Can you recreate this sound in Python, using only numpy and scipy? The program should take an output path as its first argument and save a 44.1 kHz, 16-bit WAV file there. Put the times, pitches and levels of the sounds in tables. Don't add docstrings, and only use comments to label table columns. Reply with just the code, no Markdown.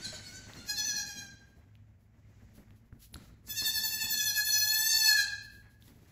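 import sys
import numpy as np
from scipy import signal
from scipy.fft import rfft, irfft, next_fast_len
from scipy.io import wavfile
from scipy.ndimage import uniform_filter1d, minimum_filter1d, map_coordinates

SR = 44100
rng = np.random.default_rng(int(sys.argv[2]) if len(sys.argv) > 2 else 0)


def rack_gain(trim_db):
    fader = np.asarray(trim_db, float)
    return 10 ** (fader / 20)


def master_out(mix):
    frames = np.transpose(np.atleast_2d(mix))
    ceiling = np.clip(frames, -1, 1)
    pcm = np.round(ceiling * 32767).astype(np.int16)
    wavfile.write(sys.argv[1], SR, pcm)


N = 269451

# f/Hz, level/dB per Hz
RUMBLE_TONE = [(15, -61), (32, -29), (50, 10), (90, 6), (170, -4.5), (300, -27), (500, -23), (2000, -36.5),
               (7000, -59.5), (15500, -52)]
# f/Hz, width/Hz, level/dB
HUM_LINES = [(105, 7.2, -62.5), (225.4, 19, -73)]
# t/s, level/dB
RESTLESSNESS = [(0, -52), (.3, -56), (0.601, -55.5), (1.1, -58.5), (1.65, -67.5), (2.05, -71), (2.35, -64),
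                (2.55, -63.5), (2.78, -68), (3.1, -73), (3.22, -58.5), (3.42, -69.5), (3.8, -57.5),
                (4.4, -61.5), (5.0, -69), (5.45, -67.5), (5.78, -68.5), (6.11, -62)]
# t/s, low patter level/dB, mid shuffle level/dB
LANDINGS = [(.13, -56, -51.5), (0.489, -52, -55), (.55, -50.5, -55), (1.22, -52.5, -68),
            (2.578, -53.5, -67), (2.714, -61.5, -71), (2.931, -58.5, -75), (3.161, -46.5, -65),
            (3.482, -56, -60), (3.62, -50, -55.5), (4.04, -51, -59), (4.51, -60, -80), (4.679, -65.5, -86),
            (4.79, -58.5, -69), (5.27, -70, -58), (5.63, -79, -65.5), (5.88, -58.5, -66)]
# f/Hz, level/dB per Hz
PATTER_TONE = [(50, -5), (100, 0.5), (230, 2.5), (400, -9), (800, -18), (1600, -35.5)]
# f/Hz, level/dB per Hz
SHUFFLE_TONE = [(300, -9), (600, -2), (1200, -5.5), (2000, -1.5), (3500, -20.5), (6000, -27.5)]
# f/Hz, level/dB per Hz
RUSTLE_TONE = [(800, -23), (2000, 2), (4000, -4.5), (7000, -1.5), (8500, -10.5), (11000, -35.5)]
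# t/s, length/s, level/dB
SCUFFS = [(0.258, 0.073, -63.5), (.538, .002, -66), (1.457, 0.026, -76.5), (1.744, 0.0068, -87),
          (2.008, .01, -77), (2.324, 0.094, -87), (2.55, 0.04, -66), (2.763, 0.0023, -72.5),
          (2.861, 0.0018, -79), (3.003, 0.012, -65), (3.021, 0.029, -57.5), (3.152, 0.055, -72),
          (3.245, .002, -64.5), (3.447, .01, -79.5), (5.279, .06, -63.5), (5.434, 0.023, -59.5),
          (5.48, 0.12, -68), (5.708, 0.023, -71), (5.815, 0.085, -66), (5.894, 0.16, -73.5),
          (6.08, 0.033, -67.5)]
# f/Hz, level/dB per Hz
SCUFF_TONE = [(500, -24.5), (1600, -15), (4300, -5.5), (7800, -8.5), (10800, -5), (15500, -7.5)]
# t/s, click level/dB, click f/Hz, click t60/s, thud level/dB
TAPS = [(.128, -43.5, 620, 0.11, -50), (0.47, -38, 920, 0.0032, -47), (0.535, -35.5, 3740, 0.0046, -60),
        (1.754, -42.5, 2796, 0.0021, -84), (2.25, -66, 2100, 0.026, -66.5),
        (2.707, -35, 2380, 0.00097, -54), (2.865, -70.5, 1490, 0.0022, -56),
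        (2.926, -45.5, 1480, 0.0057, -43.5), (3.141, -37.5, 11040, 0.0037, -52),
        (3.1437, -27.5, 4120, 0.0031, -47), (3.157, -38.5, 1370, 0.011, -41),
        (3.167, -47, 7400, 0.0083, -58), (3.34, -69, 3950, 0.0084, -54), (3.624, -41, 1010, 0.011, -66),
        (4.046, -41, 1060, 0.0063, -46), (4.07, -40, 910, 0.0066, -48.5), (5.824, -44.5, 3600, 0.0044, -78),
        (5.88, -50.5, 3500, 0.0063, -51)]
# t/s, settled pitch f/Hz, level/dB
FAR_CALL = [
    (0, 721, -52),
    (.06, 772, -48),
    (.16, 747, -49),
    (.26, 729, -54),
    (.365, 759.7, -47.5),
    (.46, 730, -67.5),
    (.58, 701, -56),
    (.63, 703, -58.5),
]
# t/s, settled pitch f/Hz, level/dB
OTHER_CALL = [
    (.05, 838, -40.5),
    (.09, 792, -57.5),
]
# t/s, settled pitch f/Hz, level/dB
SHORT_CALL = [
    (.698, 831.5, -33),
    (.8, 846, -31.5),
    (.88, 846, -38),
    (.96, 817.3, -36.5),
    (1.09, 808.6, -43),
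    (1.19, 800, -44.5),
    (1.27, 790, -66.5),
]
# t/s, settled pitch f/Hz, level/dB
LONG_CALL = [
    (3.502, 843.3, -38),
    (3.58, 864, -32),
    (4.1, 858, -33),
    (4.36, 819.4, -32.5),
    (4.47, 863.4, -34),
    (4.62, 848.5, -33.5),
    (4.86, 887.2, -32),
    (5.08, 866, -28.5),
    (5.205, 815.7, -32),
]
# t/s, pitch lift f/Hz, dip before it level/dB
FAR_QUIVER = [
    (0.028, 18.5, 5.5),
    (0.121, 16, 13),
    (0.233, 21.3, 9.3),
    (0.336, 16.3, 10),
    (0.431, 15, 11),
    (0.55, 22, 12),
]
# t/s, pitch lift f/Hz, dip before it level/dB
SHORT_QUIVER = [
    (0.764, 80, 23.5),
    (0.854, 89.2, 14),
    (0.954, 78.5, 9.5),
    (1.06, 44.3, 16),
    (1.161, 29.2, 15.5),
]
# t/s, pitch lift f/Hz, dip before it level/dB
LONG_QUIVER = [(3.485, 32, 4), (3.56, 59, 14), (3.649, 62, 12.5), (3.74, 65, 14), (3.83, 51, 15.5),
               (3.913, 58, 11), (4, 56, 11.5), (4.091, 75, 14.2), (4.179, 40.7, 6.5), (4.26, 46, 4),
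               (4.347, 81, 18), (4.446, 8.6, 9), (4.6, 4, -0.5), (4.903, 28, 1.5), (4.998, 3.7, 3),
               (5.165, 5.1, 12)]
# t/s, length/s, half-pitch share level/dB
CRACKS = [
    (.88, 0.39, -40.5),
    (4.723, 0.1, -32.5),
    (5.075, 0.067, -41.5),
]
# f/Hz, level/dB
THROAT = [(400, -46), (870, -18), (1730, -1.5), (2600, -8), (3450, -5.5), (4300, 4.5), (5200, -4),
          (6100, 0), (7000, -5), (7900, -6), (9500, -10), (10500, -12), (14000, -3.5), (15600, -63)]
# f/Hz, level/dB per Hz
BREATH_TONE = [(600, -52), (1500, -36), (4000, -28), (5400, -6), (7500, 0), (10000, 2.5), (13000, 3),
               (15500, -8)]
# f/Hz, level/dB per Hz
GASP_TONE = [(1500, -27.5), (3200, -24.5), (4300, -6.5), (8000, -6.5), (11000, -7), (15500, -17)]
# f/Hz, level/dB
TURNED_HEAD = [(1500, 1.5), (4000, -1.5), (6000, 2.5), (8000, -6), (10000, -8.5), (14000, -7)]
# f/Hz, level/dB
DISTANCE = [(1500, -1.5), (6000, -2), (9000, 2.5), (12000, -18)]
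# f/Hz, t60/s
SHED_DECAY = [(200, 1), (1500, 0.8), (4000, 0.64), (8000, 0.48), (14000, 0.073)]
# f/Hz, level/dB
TREBLE_GAP = [(8000, 0), (8400, -8), (8700, -33), (9250, -36), (9500, -3), (9800, 0)]

TOP_HZ = 15720
DULL_S = 0.28
# at the start, DULL_S before the end, at the end
FAR_BRIGHT, SHORT_BRIGHT, LONG_BRIGHT = (-1.1, -0.41, -1.6), (1.6, -0.6, -2.5), (1.1, 0.65, -1.3)
LEAD_IN_S, LEAD_OUT_S = 0.05, 0.08
ATTACK_DB_PER_S, RELEASE_DB_PER_S, RELEASE_SAG_HZ_PER_S = 901.5, 610.5, 390
ONSET_HUSH_DB_PER_S = 300
HALF_PITCH_DB, BREAK_S = (-61, -53.5, -2), 0.04
FRAY, FRAY_S = 4, 0.05
GASP_LEAD_S, GASP_S, GASP_DB = 0.027, (0.021, 0.03), (-17.5, -22)


def unit(x):
    return x / np.sqrt(np.mean(x ** 2) + 1e-20)


def along(points, hz):
    f, value = np.transpose(points)
    return np.interp(np.log(hz + 1), np.log(f + 1), value)


def wobble(rate, size=N):
    knots = rng.standard_normal(int(size * rate / SR) + 4)
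    return map_coordinates(knots, [np.arange(size) * rate / SR])


def filtered(x, response):
    m = next_fast_len(N + 8192)
    return irfft(rfft(x, m) * response(np.fft.rfftfreq(m, 1 / SR)), m)[..., :N]


def equalised(x, curve):
    return filtered(x, lambda hz: rack_gain(along(curve, hz)))


def noise(tone):
    return unit(equalised(rng.standard_normal(N), tone))


def played(db, tone, lumps_db, rate):
    return rack_gain(db) * unit(rack_gain(lumps_db * wobble(rate)) * noise(tone))


def bursts(starts, lengths, peaks_db, rise, fall):
    t = np.arange(0, N / SR, 1 / 1000)[:, None]
    before = np.clip(starts - t, 0, None)
    after = np.clip(t - starts - lengths, 0, None)
    db = peaks_db - rise * before - fall * after
    return np.interp(np.arange(N) / SR, t[:, 0], db.max(axis=1))


def hum_line(centre, width):
    return unit(filtered(rng.standard_normal(N), lambda hz: 1 / (1 + ((hz - centre) / width * 2) ** 2)))


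def machine():
    hum = sum(rack_gain(db) * hum_line(centre, width) for centre, width, db in HUM_LINES)
    return rack_gain(-61.0) * noise(RUMBLE_TONE) + hum


def herd():
    busy_db = np.interp(np.arange(N) / SR, *np.transpose(RESTLESSNESS))
    s, low_db, mid_db = np.transpose(LANDINGS)
    patter_db = np.maximum(busy_db, bursts(s, 0, low_db, rise=1200, fall=128))
    shuffle_db = np.maximum(-75.5 + 1.2 * (busy_db + 65), bursts(s, 0, mid_db, rise=1200, fall=128))
    rustle_db = -76.5 + 1.88 * (busy_db + 63.5)
    patter = played(patter_db, PATTER_TONE, lumps_db=3.5, rate=36)
    shuffle = played(shuffle_db, SHUFFLE_TONE, lumps_db=2.5, rate=66)
    return patter + shuffle + played(rustle_db, RUSTLE_TONE, lumps_db=0.5, rate=25)


def scuffs():
    db = bursts(*np.transpose(SCUFFS), rise=807.5, fall=233)
    return played(np.maximum(db, -96.5), SCUFF_TONE, lumps_db=2.2, rate=35)


def hooves():
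    out, t = np.zeros(N + SR), np.arange(SR // 8) / SR
    for s, db, hz, t60, thud_db in TAPS:
        grit = rack_gain(-60 * t / 0.005) * rng.standard_normal(len(t)) * (hz / 6000) ** 2
        ring = rack_gain(-60 * t / t60) * (1 - np.exp(-t * hz * 3)) * np.sin(2 * np.pi * hz * t)
        click = 1.16 * ring + 0.37 * grit
        slab = np.sin(2 * np.pi * 200 * t) + 2.9 * np.sin(2 * np.pi * 95 * t)
        thud = rack_gain(-60 * t / 0.036) * (1 - np.exp(-t / 0.0036)) * slab
        out[round(s * SR):][:len(t)] += rack_gain(db) * click + rack_gain(thud_db + 3) * thud
    return out[:N]


def squeezed(t, pitch, db, quiver, settle):
    for at, lift_hz, dip_db in quiver:
        after = np.clip(t - at, 0, None)
        pitch = pitch + lift_hz * np.exp(-after / settle) * np.clip((t - at) / 0.014 + 1, 0, 1)
        dip_s = np.where(t < at - 0.006, 0.03, 0.02)
        db = db - dip_db * np.exp(-((t - at + 0.012) / dip_s) ** 2)
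    return pitch, db


def voiced(t, pitch, turn, tilt, half_db):
    k = np.arange(1, 41)[:, None] / 2
    level = along(THROAT, k * pitch) + tilt * np.log2(k * pitch / 4000) + (k % 1 > 0) * half_db
    knots = np.arange(t[0], t[-1] + 0.06, 0.03)
    flicker = rng.standard_normal((len(k), len(knots)))
    level += 5.5 * np.array([np.interp(t, knots, row) for row in flicker])
    return unit(np.sum(rack_gain(level) * (k * pitch < TOP_HZ) * np.sin(k * turn + k ** 2), 0))


def bleat(rows, quiver, bright, jitter, breath_db, settle):
    s, held_hz, held_db = np.transpose(rows)
    first = max(int((s[0] - LEAD_IN_S) * SR), 0)
    t = np.arange(first, int((s[-1] + LEAD_OUT_S) * SR)) / SR
    early, late = np.clip(s[0] - t, 0, None), np.clip(t - s[-1], 0, None)
    pitch = np.interp(t, s, held_hz) - RELEASE_SAG_HZ_PER_S * late
    db = np.interp(t, s, held_db) - ATTACK_DB_PER_S * early - RELEASE_DB_PER_S * late
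    tilt = np.interp(t, [s[0], max(s[0], s[-1] - DULL_S), s[-1]], bright)
    half_db = np.interp(t, [s[0], s[-1], s[-1] + BREAK_S], HALF_PITCH_DB)
    cracks_db = bursts(*np.transpose(CRACKS), rise=400, fall=400)
    half_db = np.maximum(half_db, cracks_db[first:first + len(t)])
    pitch, db = squeezed(t, pitch, db, quiver, settle)
    slack = np.clip(rack_gain(0.73 * (db.max() - db)), 1, 8)
    fray = np.interp(t, [s[-1] - FRAY_S, s[-1]], [1, FRAY])
    pitch = pitch * (1 + jitter * np.maximum(slack, fray) * wobble(150, size=len(t)))
    turn = 2 * np.pi * np.cumsum(pitch) / SR
    tone = rack_gain(-ONSET_HUSH_DB_PER_S * early) * voiced(t, pitch, turn, tilt, half_db)
    air = rack_gain(breath_db) * slack * noise(BREATH_TONE)[:len(t)] * (1 + np.cos(turn))
    out = np.zeros(N)
    out[first:first + len(t)] = rack_gain(db) * (tone + air)
    gasp_db = bursts(s[[0, -1]] - GASP_LEAD_S, GASP_S, held_db[[0, -1]] + GASP_DB, rise=900, fall=450)
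    return out + rack_gain(gasp_db) * noise(GASP_TONE)


def far_kids():
    call = bleat(FAR_CALL, FAR_QUIVER, FAR_BRIGHT, jitter=0.008, breath_db=-22, settle=0.02)
    other = bleat(OTHER_CALL, [], FAR_BRIGHT, jitter=0.005, breath_db=-18, settle=0.02)
    return equalised(call + other, DISTANCE)


def near_kid():
    short = bleat(SHORT_CALL, SHORT_QUIVER, SHORT_BRIGHT, jitter=0.0024, breath_db=-23, settle=0.014)
    long = bleat(LONG_CALL, LONG_QUIVER, LONG_BRIGHT, jitter=0.003, breath_db=-27, settle=0.022)
    return equalised(short, TURNED_HEAD) + long


def shed(x, gap):
    hz, t, z = signal.stft(rng.standard_normal(SR), SR, nperseg=256)
    tail = signal.istft(z * rack_gain(-60 * t / along(SHED_DECAY, hz)[:, None]), SR, nperseg=256)[1]
    return signal.fftconvolve(np.pad(x, (int(gap * SR), 0)), tail / np.linalg.norm(tail))[:N]


def stirred(x):
    return map_coordinates(x, [np.arange(N) + 0.00014 * SR * wobble(30)], order=1, mode="nearest")


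def scene():
    background = machine() + herd() + scuffs()
    taps = hooves()
    steps = taps + rack_gain(-12.0) * shed(taps, gap=0.004)
    far, near = far_kids(), near_kid()
    far_mix = rack_gain(3.5) * far + rack_gain(0.5) * stirred(shed(far, gap=0.003))
    near_mix = rack_gain(3) * (near + rack_gain(-3.5) * stirred(shed(near, gap=0.008)))
    mid = background + steps + far_mix + near_mix
    return np.array([mid, mid])


def masked(x, depth_db):
    z = signal.stft(x, nperseg=1024, noverlap=768)[2]
    band = uniform_filter1d(uniform_filter1d(np.abs(z) ** 2, size=5, axis=0), size=6, axis=1)
    loudest = -minimum_filter1d(-band, size=41, axis=0)
    lows = np.arange(len(z))[:, None] < 37
    heard = (band > rack_gain(2 * depth_db) * loudest) | lows
    return signal.istft(z * heard, nperseg=1024, noverlap=768)[1][:N]


def treble_copy(x, share, side_db):
    z = signal.stft(x, nperseg=256, noverlap=192)[2]
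    power = uniform_filter1d(uniform_filter1d(np.abs(z) ** 2, size=13, axis=0), size=20, axis=1)
    outline = np.sqrt(np.abs(power) + 1e-18)
    top, source = slice(55, 92), slice(19, 56)
    hiss = signal.stft(rng.standard_normal((2, N)), nperseg=256, noverlap=192)[2][:, top]
    hiss = outline[top] * hiss / np.std(hiss)
    copy = z[source] / outline[source] * outline[top]
    mid, side = z.copy(), np.zeros_like(z)
    mid[top] = np.sqrt(share) * copy + np.sqrt(1 - share) * hiss[0]
    side[top] = rack_gain(side_db) * hiss[1]
    return signal.istft(np.array([mid + side, mid - side]), nperseg=256, noverlap=192)[1][:, :N]


def top_cut(x):
    return signal.sosfilt(signal.butter(12, 15690, fs=SR, output="sos"), x)


def record(dry):
    rebuilt = treble_copy(masked(dry[0], depth_db=-27.5), share=0.78, side_db=-14.0)
    mix = filtered(rebuilt, lambda hz: rack_gain(along(TREBLE_GAP, hz)) * (hz < TOP_HZ))
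    return top_cut(mix)


dry = scene()
out = record(dry)
master_out(out)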